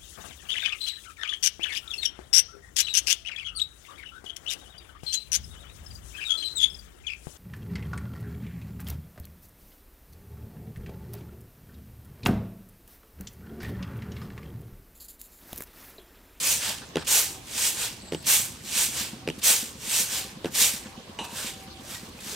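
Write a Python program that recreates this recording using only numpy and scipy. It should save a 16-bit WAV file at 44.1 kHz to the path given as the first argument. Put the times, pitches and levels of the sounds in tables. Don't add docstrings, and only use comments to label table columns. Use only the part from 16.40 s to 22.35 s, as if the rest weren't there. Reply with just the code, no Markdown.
import sys
import numpy as np
from scipy import signal
from scipy.fft import rfft, irfft, next_fast_len
from scipy.io import wavfile
from scipy.ndimage import uniform_filter1d

SR = 44100
rng = np.random.default_rng(int(sys.argv[2]) if len(sys.argv) > 2 else 0)


def wav_record(signal):
    frames = np.transpose(np.atleast_2d(signal))
    bounded = np.clip(frames, -1, 1)
    quanta = np.round(bounded * 32767).astype(np.int16)
    wavfile.write(sys.argv[1], SR, quanta)


def convert_level_to_amplitude(level_db):
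    exponent = np.asarray(level_db, float) / 20
    return 10 ** exponent


N = 262395

# [pitch_hz, level_db per Hz]
YARD_COLOUR = [(15, -40), (25, -3), (105, -0.5), (285, -3), (451, -7), (516, -9), (796, -12.5), (962, -9),
               (1520, -17.5), (1890, -14.5), (2550, -16), (3430, -14.5), (4030, -16), (6920, -22),
               (16000, -35)]
# [pitch_hz, likeness 0-1]
YARD_LIKENESS = [(60, 0.97), (130, 0.91), (300, 0.87), (700, 0.37), (2000, 0.046), (8000, 0.043),
                 (15000, 0.18)]
# [pitch_hz, level_db, t60_s]
DRONE = [(79.5, -57.5, 0.35), (128, -59, 0.15)]
# [time_s, firings_per_s]
PUMP_SPEED = [(0, 8.074), (.8, 8.171), (2, 8.243), (3.1, 8.017), (4.3, 8.19), (4.6, 8.522), (5.95, 8.584)]
# [time_s, peak_db]
PUMP_REACH = [(0, -37), (.29, -33), (.4, -52), (.65, -42), (.9, -60), (1.14, -51), (1.26, -44), (1.65, -29),
              (2.1, -33.5), (2.4, -29), (3.35, -28.5), (3.85, -30.5), (4.45, -28), (4.7, -32.5),
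              (4.93, -28), (5.4, -32), (5.6, -33), (5.95, -31)]
# [pitch_hz, level_db, t60_s]
EXHAUST_MODES = [(211, -4.5, 0.031), (519, -5, 0.11)]
# [start_s, length_s, buzz_db, lower_buzz_db, share of the higher wing tone 0-1]
INSECT_BURSTS = [(.592, .026, -52, -62, .8), (1.613, .02, -53, -60, .9), (1.636, .028, -56, -58, .9),
                 (1.668, .042, -49.5, -55, .15), (1.722, .03, -51, -60, .6), (1.758, .038, -50, -60, .8),
                 (1.8, .022, -52, -58, .6)]
# [pitch_hz, t60_s]
WING_TONES = [
    [(7700, .012)],
    [(8100, .012)],
    [(4200, .004), (4500, .004)],
]
# [start_s, length_s, level_db, pitch_hz]
DOVE_COOS = [(.85, 0.22, -57, 775), (2.712, 0.083, -61, 760), (2.805, 0.075, -54, 752),
             (3.75, 0.15, -55, 777), (4.303, .075, -60, 775), (4.405, 0.22, -59, 776),
             (5.116, 0.3, -55.5, 775), (5.41, 0.29, -59.5, 778)]
# [start_s, level_db, pitch_hz]
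BIRD_CHIPS = [(4.488, -58, 4160), (4.524, -55, 4000), (4.561, -54, 4000), (4.632, -63, 4070),
              (4.685, -64, 4000), (4.742, -55, 4100), (5.412, -60, 4100), (5.651, -50, 4010),
              (5.717, -49, 4110)]
# [delay_s, level_db]
ECHOES = [(.011, -40), (.023, -16.5), (.038, -25), (.061, -26)]
# [time_s, level_db]
CUP_HITS = [
    (4.7884, -34.5),
    (4.806, -48),
    (4.848, -50),
    (4.905, -52),
]
# [pitch_hz, level_db, t60_s]
CUP_MODES = [(676, -12, .2), (852, -6, .22), (905, -9, .12), (1082, -11, .15), (1132, -11, .15),
             (2600, -9, .45), (2691, -15, .2), (2877, 4, .2), (3129, -1, .1), (3586, -12, .35),
             (3633, -18, .3), (3926, -10, .3), (3977, -10, .25), (6062, -16, .3)]
# [pitch_hz, level_db, t60_s]
CUP_HUM = (943, -39, 1.1)
# [pitch_hz, width_hz, level_db, t60_s]
CUP_CHATTER = [(402, 170, 3, 0.15), (750, 440, -3, 0.4), (954, 250, -1, 0.34), (1810, 550, 2, .05),
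               (2750, 500, -4, 0.39), (3830, 860, -8, 0.42), (7200, 3400, -6, 0.46)]
# [time_s, peak_db, pitch_hz, t60_s]
STRAY_TICKS = [(.49, -35, 6500, .004), (.5574, -28, 5800, .005), (.5695, -30, 4800, .004),
                   (.5722, -22, 3100, .005), (.5725, -22, 870, .015), (.5735, -23, 1900, .006),
                   (.5755, -23, 1400, .007), (.584, -32, 1500, .008), (.586, -35, 3300, .008),
                   (.649, -29, 7550, .002), (.664, -33, 4000, .004), (1.602, -36, 4400, .012),
                   (1.62, -36, 4350, .012), (1.639, -42, 2800, .008), (1.66, -42, 2700, .008),
                   (1.681, -42, 4500, .01), (1.7226, -36, 8900, .007), (1.7226, -38, 6100, .007),
                   (1.734, -38, 3300, .005), (1.7476, -36, 5900, .008), (1.7476, -36, 8900, .008),
                   (1.8275, -36, 9200, .005), (1.8275, -40, 6200, .004), (2.913, -36, 2900, .004),
                   (2.961, -40, 5500, .003), (2.9875, -38, 7000, .002), (2.999, -36, 3800, .006),
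                   (3.0175, -32, 5500, .002), (4.0475, -30, 2950, .007), (4.058, -31, 3400, .006),
                   (4.146, -35, 2200, .008),
                   (4.4566, -38, 1550, .014), (4.4568, -40, 2300, .01), (4.464, -39, 1550, .011),
               (4.5975, -43, 3900, .01), (4.6, -38, 6000, .002), (4.7883, -32, 1900, .004),
               (4.7885, -36, 6100, .006), (5.178, -38, 5500, .002), (5.198, -41, 6000, .002),
               (5.2108, -36, 9000, .002), (5.237, -38, 12000, .002), (5.285, -42, 7500, .002),
               (5.345, -42, 6500, .002), (5.377, -44, 5000, .002), (5.4368, -40, 6000, .002),
               (5.527, -44, 3400, .07), (5.545, -37, 3700, .05), (5.555, -40.5, 1900, .13),
               (5.688, -35, 7800, .002), (5.79, -41.5, 2530, .065), (5.792, -36, 11000, .0015),
               (5.806, -35, 8500, .002), (5.81, -38, 5000, .003), (5.8364, -36, 6000, .002),
               (5.93, -38, 410, .11)]
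FINGER_TIMES = [.5572, .569, .582, 1.7224, 1.7338, 1.7472, 2.8757, 2.8874, 2.9008, 4.0455, 4.0566, 4.066]
# [boom_db, tray_pitch_hz, nail_tick_db, nail_pitch_hz]
FINGER_TOUCHES = [(-13.5, 460, -25, 2870), (-12, 405, -25, 3300), (-23, 400, -36, 2500),
                  (-16.5, 430, -32, 2830), (-19, 390, -44, 2860), (-16, 370, -29.5, 2910),
                  (-16.5, 460, -26, 2700), (-17.5, 400, -24.5, 2420), (-21, 350, -27.5, 2820),
                  (-15.5, 430, -30.5, 3560), (-14.5, 350, -29, 2700), (-28, 440, -45, 2740)]
# [pitch_hz, level_db, t60_s]
TRAY_MODES = [(168, -16, 0.091), (238, -15, 0.06), (335, -43, 0.015), (394, -24, 0.031), (465, -21, 0.024),
              (740, -16, 0.037), (883, -10, 0.032)]
# [times the nail pitch, level_db, t60_s]
NAIL_MODES = [(.6, 0.5, 0.005), (1.0, 9, 0.0075), (1.3, 2, 0.004), (2.1, 2, 0.007), (3.1, 2, 0.006),
              (4.2, -1, 0.003)]
# [pitch_hz, level_db per Hz]
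GRAIN_COLOUR = [(240, -45), (400, -16), (460, -12.5), (626, -16.5), (979, -11), (1230, -15.5), (1580, -9.5),
                (1990, -11), (2320, -7.5), (3200, -5.5), (4800, -7), (5300, -6), (5900, -4.5), (7870, -3.5),
                (10100, -8.5), (11900, -5.5), (16000, -12.5)]
GRAIN_ZONES = [350, 1800, 5500, 10000, 16000]
# [pitch_hz, likeness 0-1]
GRAIN_LIKENESS = [(500, 1), (1400, 0.92), (2700, 0.67), (3400, 0.8), (4700, 0.52), (6000, 0.89),
                  (7400, 0.33), (9000, 1), (10000, 0.26), (11500, 0.79), (14500, .5), (16000, .6)]
# [crest_s, rattle_db, hold_s, brightness_db, weight_db on the tray body]
CATCHES = [
    (.728, -24.5, 0.057, -1.8, -1),
    (1.906, -24, 0.045, -0.7, -2.4),
    (3.077, -22, 0.032, -1.5, -2.5),
    (4.218, -22.5, 0.015, -2.5, -3),
]
SLIDES = [(0.05, -28, 0.075, .6, 0.14), (1.193, -29.5, 0.084, -.6, .1), (2.37, -27.5, 0.062, -0.096, 0.085),
          (3.527, -28.5, 0.076, .2, 0.083)]
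RETURNS = [(.238, -31, 0.061, -1.7, 1.6), (1.405, -31.5, 0.044, -0.24, .1), (2.578, -32, 0.045, 0.26, .1),
           (3.728, -32.5, 0.064, 1.3, .1)]
SWEEPS = [(1.79, -59, .03, .1, .1), (2.94, -61, 0.026, 0.049, .1), (4.984, -37, 0.1, -1.2, .1),
          (5.21, -55.5, 0.016, 1.2, .1), (5.514, -41.5, 0.04, 0.25, .1), (5.64, -53.5, 0.022, 1.1, .1),
          (5.889, -39.5, 0.048, 0.37, .1)]
RUSTLES = [(.42, -50, 0.017, -18, 14), (.57, -44, 0.058, -9, 10), (.648, -45.5, 0.0097, -1, 2),
           (1.725, -46, 0.029, -1, -3), (1.826, -51, .005, 4, -7), (1.845, -42, 0.02, -1, -10),
           (2.88, -60, 0.02, 13, .1), (2.987, -47, 0.0075, 5, -9), (3.02, -38, 0.011, -4, -6),
           (0.672, -31, 0.0072, -4, -13), (4.05, -51, 0.034, 5, 15), (4.107, -52, .012, 5, -6),
           (4.121, -44.5, 0.023, 7, -4), (4.149, -34, 0.0087, -1, -1), (4.455, -49, 0.017, -10, 9),
           (4.597, -62, .006, -11, -2), (4.842, -42, 0.01, 4, 5), (5.687, -55, .006, 8, -8),
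           (5.768, -58, .006, 0, -3), (5.805, -46.5, 0.004, 3, -5), (5.836, -47, .01, -6, -7)]
# [rise_db_per_s, fall_db_per_s, time the heap takes to follow_s]
PACE = [
    (148, 139.5, 0.018),
    (151, 187, 0.027),
    (195, 153.5, 0.035),
    (175, 186, 0.025),
    (2520, 903, .004),
]
# [body_db, husk_db, finest_db]
SHADE = [(-9, 5, 1.5), (-12, 3, -3), (-9, 1.5, -5), (-6, 1.3, -4), (-9.5, -3, -8)]
# [rattle_db_per_s, body_db_per_s, husk_db_per_s, finest_db_per_s]
TURN = [(-4, -1, -5.5, 15), (8.5, 8, 31, 47), (-1, -15, -21, -3), (7, -20, -13, -7), (2, -4, -5, 0.1)]
# [rattle_db, body_db, husk_db, finest_db]
TRICKLE = (-60.5, -64, -66, -71)
DULLING = (.03, 0.21)
# [first_grains_s, time_to_arrive_s]
LANDINGS = [(.662, 0.017), (1.855, 0.016), (3.026, 0.017), (4.136, 0.018)]
# [start_s, time_to_get_going_s]
SLIPS = [(-.1, .012), (1.065, 0.0081), (2.235, 0.011), (3.385, 0.03)]
SWELL_BEFORE = (0.017, 0.6)
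# [pitch_hz, left_minus_right_db]
PORT_LEVELS = [(60, -1), (110, -0.5), (200, -1), (380, 0), (700, -1.5), (1290, 0), (2500, -5), (3700, -2),
               (4500, 4.5), (5700, -3), (6600, 1.5), (8120, -5), (10500, 3), (13000, 0.5), (14300, 1.1),
               (15500, -1.1)]
# [pitch_hz, right port lead in radians]
PORT_LEAD = [(300, .1), (2000, .3), (3500, -.2), (4900, .5), (5800, .1), (7200, .9), (8600, .1),
             (9800, -.1), (11000, .7), (12200, 1), (13200, .7), (14500, 1.4), (16000, 1.1)]


def rms_one(x):
    return x / np.sqrt(np.mean(x ** 2) + 1e-20)


def in_time(rows):
    s, *columns = np.transpose(rows)
    return [np.interp(np.arange(N) / SR, s, column) for column in columns]


def at_hz(points, hz):
    points_hz, values = np.array(points)[:, 0], np.array(points)[:, 1]
    return np.interp(np.log(hz), np.log(points_hz), values)


def drift(rate_hz):
    r = np.exp(-80 * np.pi * rate_hz / SR)
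    noise = rng.standard_normal(N // 40 + 2002)
    slow = signal.lfilter([1], [1, -2 * r, r * r], noise)[2000:]
    return np.interp(np.arange(N) / 40, np.arange(len(slow)), rms_one(slow))


def ring(clicks, hz, t60_s):
    r = convert_level_to_amplitude(-60 / (max(t60_s, 1e-3) * SR))
    w = 2 * np.pi * hz / SR
    return signal.lfilter([0, np.sin(w)], [1, -2 * r * np.cos(w), r * r], clicks + 1e-18)


def train(times, levels_db):
    clicks = np.zeros(N)
    clicks[(np.asarray(times) * SR).astype(int)] = convert_level_to_amplitude(levels_db)
    return clicks


def struck(times, levels_db, modes, spread_db):
    luck_db = spread_db * rng.standard_normal((len(times), len(modes)))
    out = 0
    for k, (hz, db, t60_s) in enumerate(modes):
        out = out + (-1) ** k * ring(train(times, levels_db + db + luck_db[:, k]), hz, t60_s)
    return out


def soft(x, contact_s):
    hump = np.diff(np.hanning(max(int(contact_s * SR), 4)))
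    return np.convolve(x, 2 * hump / np.abs(hump).sum())[:N]


def dying(times, levels_db, t60_s):
    return signal.lfilter([1], [1, -convert_level_to_amplitude(-60 / (t60_s * SR))], train(times, levels_db) + 1e-18)


def span(start_s, length_s, edge_s):
    t = np.arange(N) / SR - start_s
    return np.clip(np.minimum(t, length_s - t) / edge_s, 0, 1)


def noise_band(low_hz, high_hz):
    band = signal.butter(2, [low_hz, high_hz], "band", fs=SR, output="sos")
    return rms_one(signal.sosfilt(band, rng.standard_normal(N)))


def bank(sources, spectrum, likeness, low_hz, high_hz, patchy_db, per_octave):
    pairs = round(per_octave / 2 * np.log2(high_hz / low_hz))
    edges = np.geomspace(low_hz, high_hz, num=2 * pairs + 1)
    out = 0
    for k, (low, high) in enumerate(zip(edges, edges[1:])):
        band = signal.butter(2, [low, high], "band", fs=SR, output="sos")
        mid, side = signal.sosfilt(band, sources[k % 2])
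        hz = np.sqrt(low * high)
        alike = np.clip(at_hz(likeness, hz), 0, 1)
        lean_db = at_hz(PORT_LEVELS, hz) * np.array([[.5], [-.5]])
        gain = convert_level_to_amplitude(at_hz(spectrum, hz) + patchy_db * drift(14.0) + lean_db)
        out = out + gain * (np.sqrt(1 + alike) * mid + np.sqrt(1 - alike) * side * [[1], [-1]])
    return rms_one(out)


def yard():
    air = rng.standard_normal((2, 2, N))
    return convert_level_to_amplitude(-45.5) * bank(air, YARD_COLOUR, YARD_LIKENESS, 29.0, 15300, patchy_db=3.0, per_octave=2.5)


def drone():
    out = 0
    for hz, db, t60_s in DRONE:
        swell = convert_level_to_amplitude(db + 2.0 * drift(0.2))
        out = out + swell * rms_one(ring(rng.standard_normal(N), hz, t60_s))
    return out


def pump():
    turns = np.cumsum(in_time(PUMP_SPEED)[0]) / SR - .306
    at = np.searchsorted(turns, np.arange(int(turns[-1]) + 1))
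    uneven_db = 0.3 * rng.standard_normal(len(at))
    db = in_time(PUMP_REACH)[0][at] + uneven_db
    puff = soft(struck(at / SR + .0005, db, EXHAUST_MODES, spread_db=1.5), contact_s=.0045)
    return puff + .3 * np.roll(puff, int(.0093 * SR))


def insect():
    clicks = (rng.random(N) < 900 / SR) * rng.standard_normal(N)
    voices = []
    for group in WING_TONES:
        tone = rms_one(sum(ring(ring(clicks, hz, t60_s), hz, t60_s) for hz, t60_s in group))
        power = uniform_filter1d(tone ** 2, size=200)
        voices.append(rms_one(tone / (power + 1e-12) ** .35))
    under, over, low = voices
    out = 0
    for s, length, db, low_db, share in INSECT_BURSTS:
        buzz = convert_level_to_amplitude(db) * (share ** .5 * over + (1 - share) ** .5 * under)
        out = out + span(s - .002, length + 0.0052, .004) * (buzz + convert_level_to_amplitude(low_db) * low)
    return out


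def dove():
    waver = 2 * np.pi * np.cumsum(1 + .016 * drift(20.0)) / SR
    out = np.zeros(N)
    for s, length, db, hz in DOVE_COOS:
        on = slice(int(s * SR), int((s + length) * SR))
        out[on] += span(s, length, 0.013)[on] * convert_level_to_amplitude(db) * np.sin(hz * waver[on])
    return np.sqrt(2) * convert_level_to_amplitude(3.0 * drift(35.0) - 2) * out


def chips():
    out = np.zeros(N)
    t = np.linspace(0, 1, int(0.013 * SR))
    for s, db, hz in BIRD_CHIPS:
        phase = 2 * np.pi * np.cumsum(hz * (1.06 - 0.092 * t)) / SR
        out[int(s * SR):int(s * SR) + len(t)] += convert_level_to_amplitude(db) * np.sin(np.pi * t) * np.sin(phase)
    return out


def echoes(x):
    dull = signal.lfilter([.3], [1, -.7], x)
    sides = []
    for late in (1, 1.13):
        sides.append(sum(convert_level_to_amplitude(db) * np.roll(dull, int(s * late * SR)) for s, db in ECHOES))
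    return np.array(sides)


def cup():
    s, db = np.transpose(CUP_HITS)
    chatter = 0
    for hz, width_hz, level_db, t60_s in CUP_CHATTER:
        noise = noise_band(hz - width_hz / 2, hz + width_hz / 2)
        chatter = chatter + dying(s, db + level_db - 5.0, t60_s) * noise
    hum_hz, hum_db, hum_t60_s = CUP_HUM
    hand_on_cup_s = 4.968
    hand = np.clip((hand_on_cup_s - np.arange(N) / SR) / .015, 0, 1)
    hum = hand * convert_level_to_amplitude(2.8 * drift(30.0)) * ring(train(s[:1], hum_db), hum_hz, hum_t60_s)
    return struck(s, db, CUP_MODES, spread_db=0.5) + chatter + hum


def strays():
    return sum(ring(train([s], db), hz, t60_s) for s, db, hz, t60_s in STRAY_TICKS)


def fingers():
    s = np.array(FINGER_TIMES)
    db, hz, tick_db, tick_hz = np.transpose(FINGER_TOUCHES)
    pad_s = s - .0007
    boom = sum(ring(train([t], d + 1.5), f, .0115) for t, d, f in zip(pad_s, db, hz))
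    hump = np.hanning(int(.0011 * SR))
    push = np.concatenate([.55 * hump, -hump]) / hump.sum()
    pad = np.convolve(boom + struck(pad_s, db, TRAY_MODES, spread_db=2.0), push)[:N]
    pad = signal.sosfilt(signal.butter(1, 70, "high", fs=SR, output="sos"), pad)
    tick = 0
    for t, d, f in zip(s, tick_db, tick_hz):
        modes = [(ratio * f, level_db, t60_s) for ratio, level_db, t60_s in NAIL_MODES]
        tick = tick + struck([t], d, modes, spread_db=1)
    tick = signal.lfilter([.4], [1, -.6], tick)
    hop = dying(s, db - 14.5, 0.019) * noise_band(660, 4100)
    return pad + tick + hop


def strokes():
    t = np.arange(0, N + 64, 64) / SR
    power = convert_level_to_amplitude(2 * np.array(TRICKLE))[:, None] * np.ones(len(t))
    for kind, rows in enumerate([CATCHES, SLIDES, RETURNS, SWEEPS, RUSTLES]):
        rise, fall, follow_s = PACE[kind]
        shade = np.r_[0, SHADE[kind]]
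        for k, (crest, db, hold, bright_db, weight_db) in enumerate(rows):
            swell = rise * np.maximum(crest - t, 0)
            ebb = fall * np.maximum(t - crest - hold, 0)
            level = uniform_filter1d(db - swell - ebb, max(int(follow_s * SR / 64), 1))
            if kind < len(SWELL_BEFORE):
                start, time = (LANDINGS, SLIPS)[kind][k]
                onset = np.interp(t, [start, start + time], [SWELL_BEFORE[kind], 1])
                level = level + 20 * np.log10(onset)
            colour = shade + np.array([0, weight_db, bright_db / 2, bright_db])
            turning = np.outer(TURN[kind], np.clip(t - crest, -.05, .1))
            dulling = np.outer(np.r_[0, 0, DULLING], ebb)
            power = power + convert_level_to_amplitude(2 * (level + colour[:, None] + turning - dulling))
    return [np.interp(np.arange(N) / SR, t, 10 * np.log10(zone)) for zone in power]


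def grain():
    rattle_db, body_db, husk_db, finest_db = strokes()
    hits_per_s = 12000 * convert_level_to_amplitude(.35 * (rattle_db + 28.5) + 1.6 * drift(40.0))
    chance = np.clip(hits_per_s / SR, 1e-3, .9)
    sizes = convert_level_to_amplitude(3.1 * np.minimum(rng.exponential(1, (2, N)), 3.4)) * rng.choice([-1, 1], (2, N))
    hits = sizes * (rng.random((2, N)) < chance) / np.sqrt(chance)
    place = hits * rng.standard_normal((2, N))
    sources = np.stack([hits, place], axis=1) + 1e-18
    out = 0
    for k, (zone_db, count) in enumerate([(body_db, 3), (rattle_db, 4), (husk_db, 6), (finest_db, 8)]):
        low_hz, high_hz = GRAIN_ZONES[k:k + 2]
        zone = bank(sources, GRAIN_COLOUR, GRAIN_LIKENESS, low_hz, high_hz, patchy_db=1.0, per_octave=count)
        out = out + convert_level_to_amplitude(zone_db) * zone
    out = signal.sosfilt(signal.butter(4, 340, "high", fs=SR, output="sos"), out)
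    return out * convert_level_to_amplitude(0.49 * drift(57.0))


def scene():
    near = fingers() + strays() + cup()
    animals = dove() + insect() + chips()
    points = near * convert_level_to_amplitude([[-.6], [.6]]) + animals * convert_level_to_amplitude([[1.5], [-1.5]]) + pump() + drone()
    return grain() + points + echoes(near + animals) + yard()


def ports(x):
    size = next_fast_len(N + 512)
    hz = np.maximum(np.arange(size // 2 + 1) * SR / size, 1)
    turn = np.exp(.5j * at_hz(PORT_LEAD, hz))
    return irfft(rfft(x, size) * [turn.conj(), turn], size)[:, :N]


def low_pass(x):
    return signal.sosfilt(signal.butter(12, 16820, fs=SR, output="sos"), x)


def record(dry):
    mix = signal.sosfilt(signal.butter(2, 45, "high", fs=SR, output="sos"), ports(dry))
    mix = .75 * np.tanh(mix / .75)
    mix = signal.sosfilt(signal.cheby2(12, 60, 16750, fs=SR, output="sos"), mix)
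    mix = signal.sosfilt(signal.ellip(6, .5, 20, 15800, fs=SR, output="sos"), mix)
    return low_pass(mix)


dry = scene()
out = record(dry)
wav_record(out)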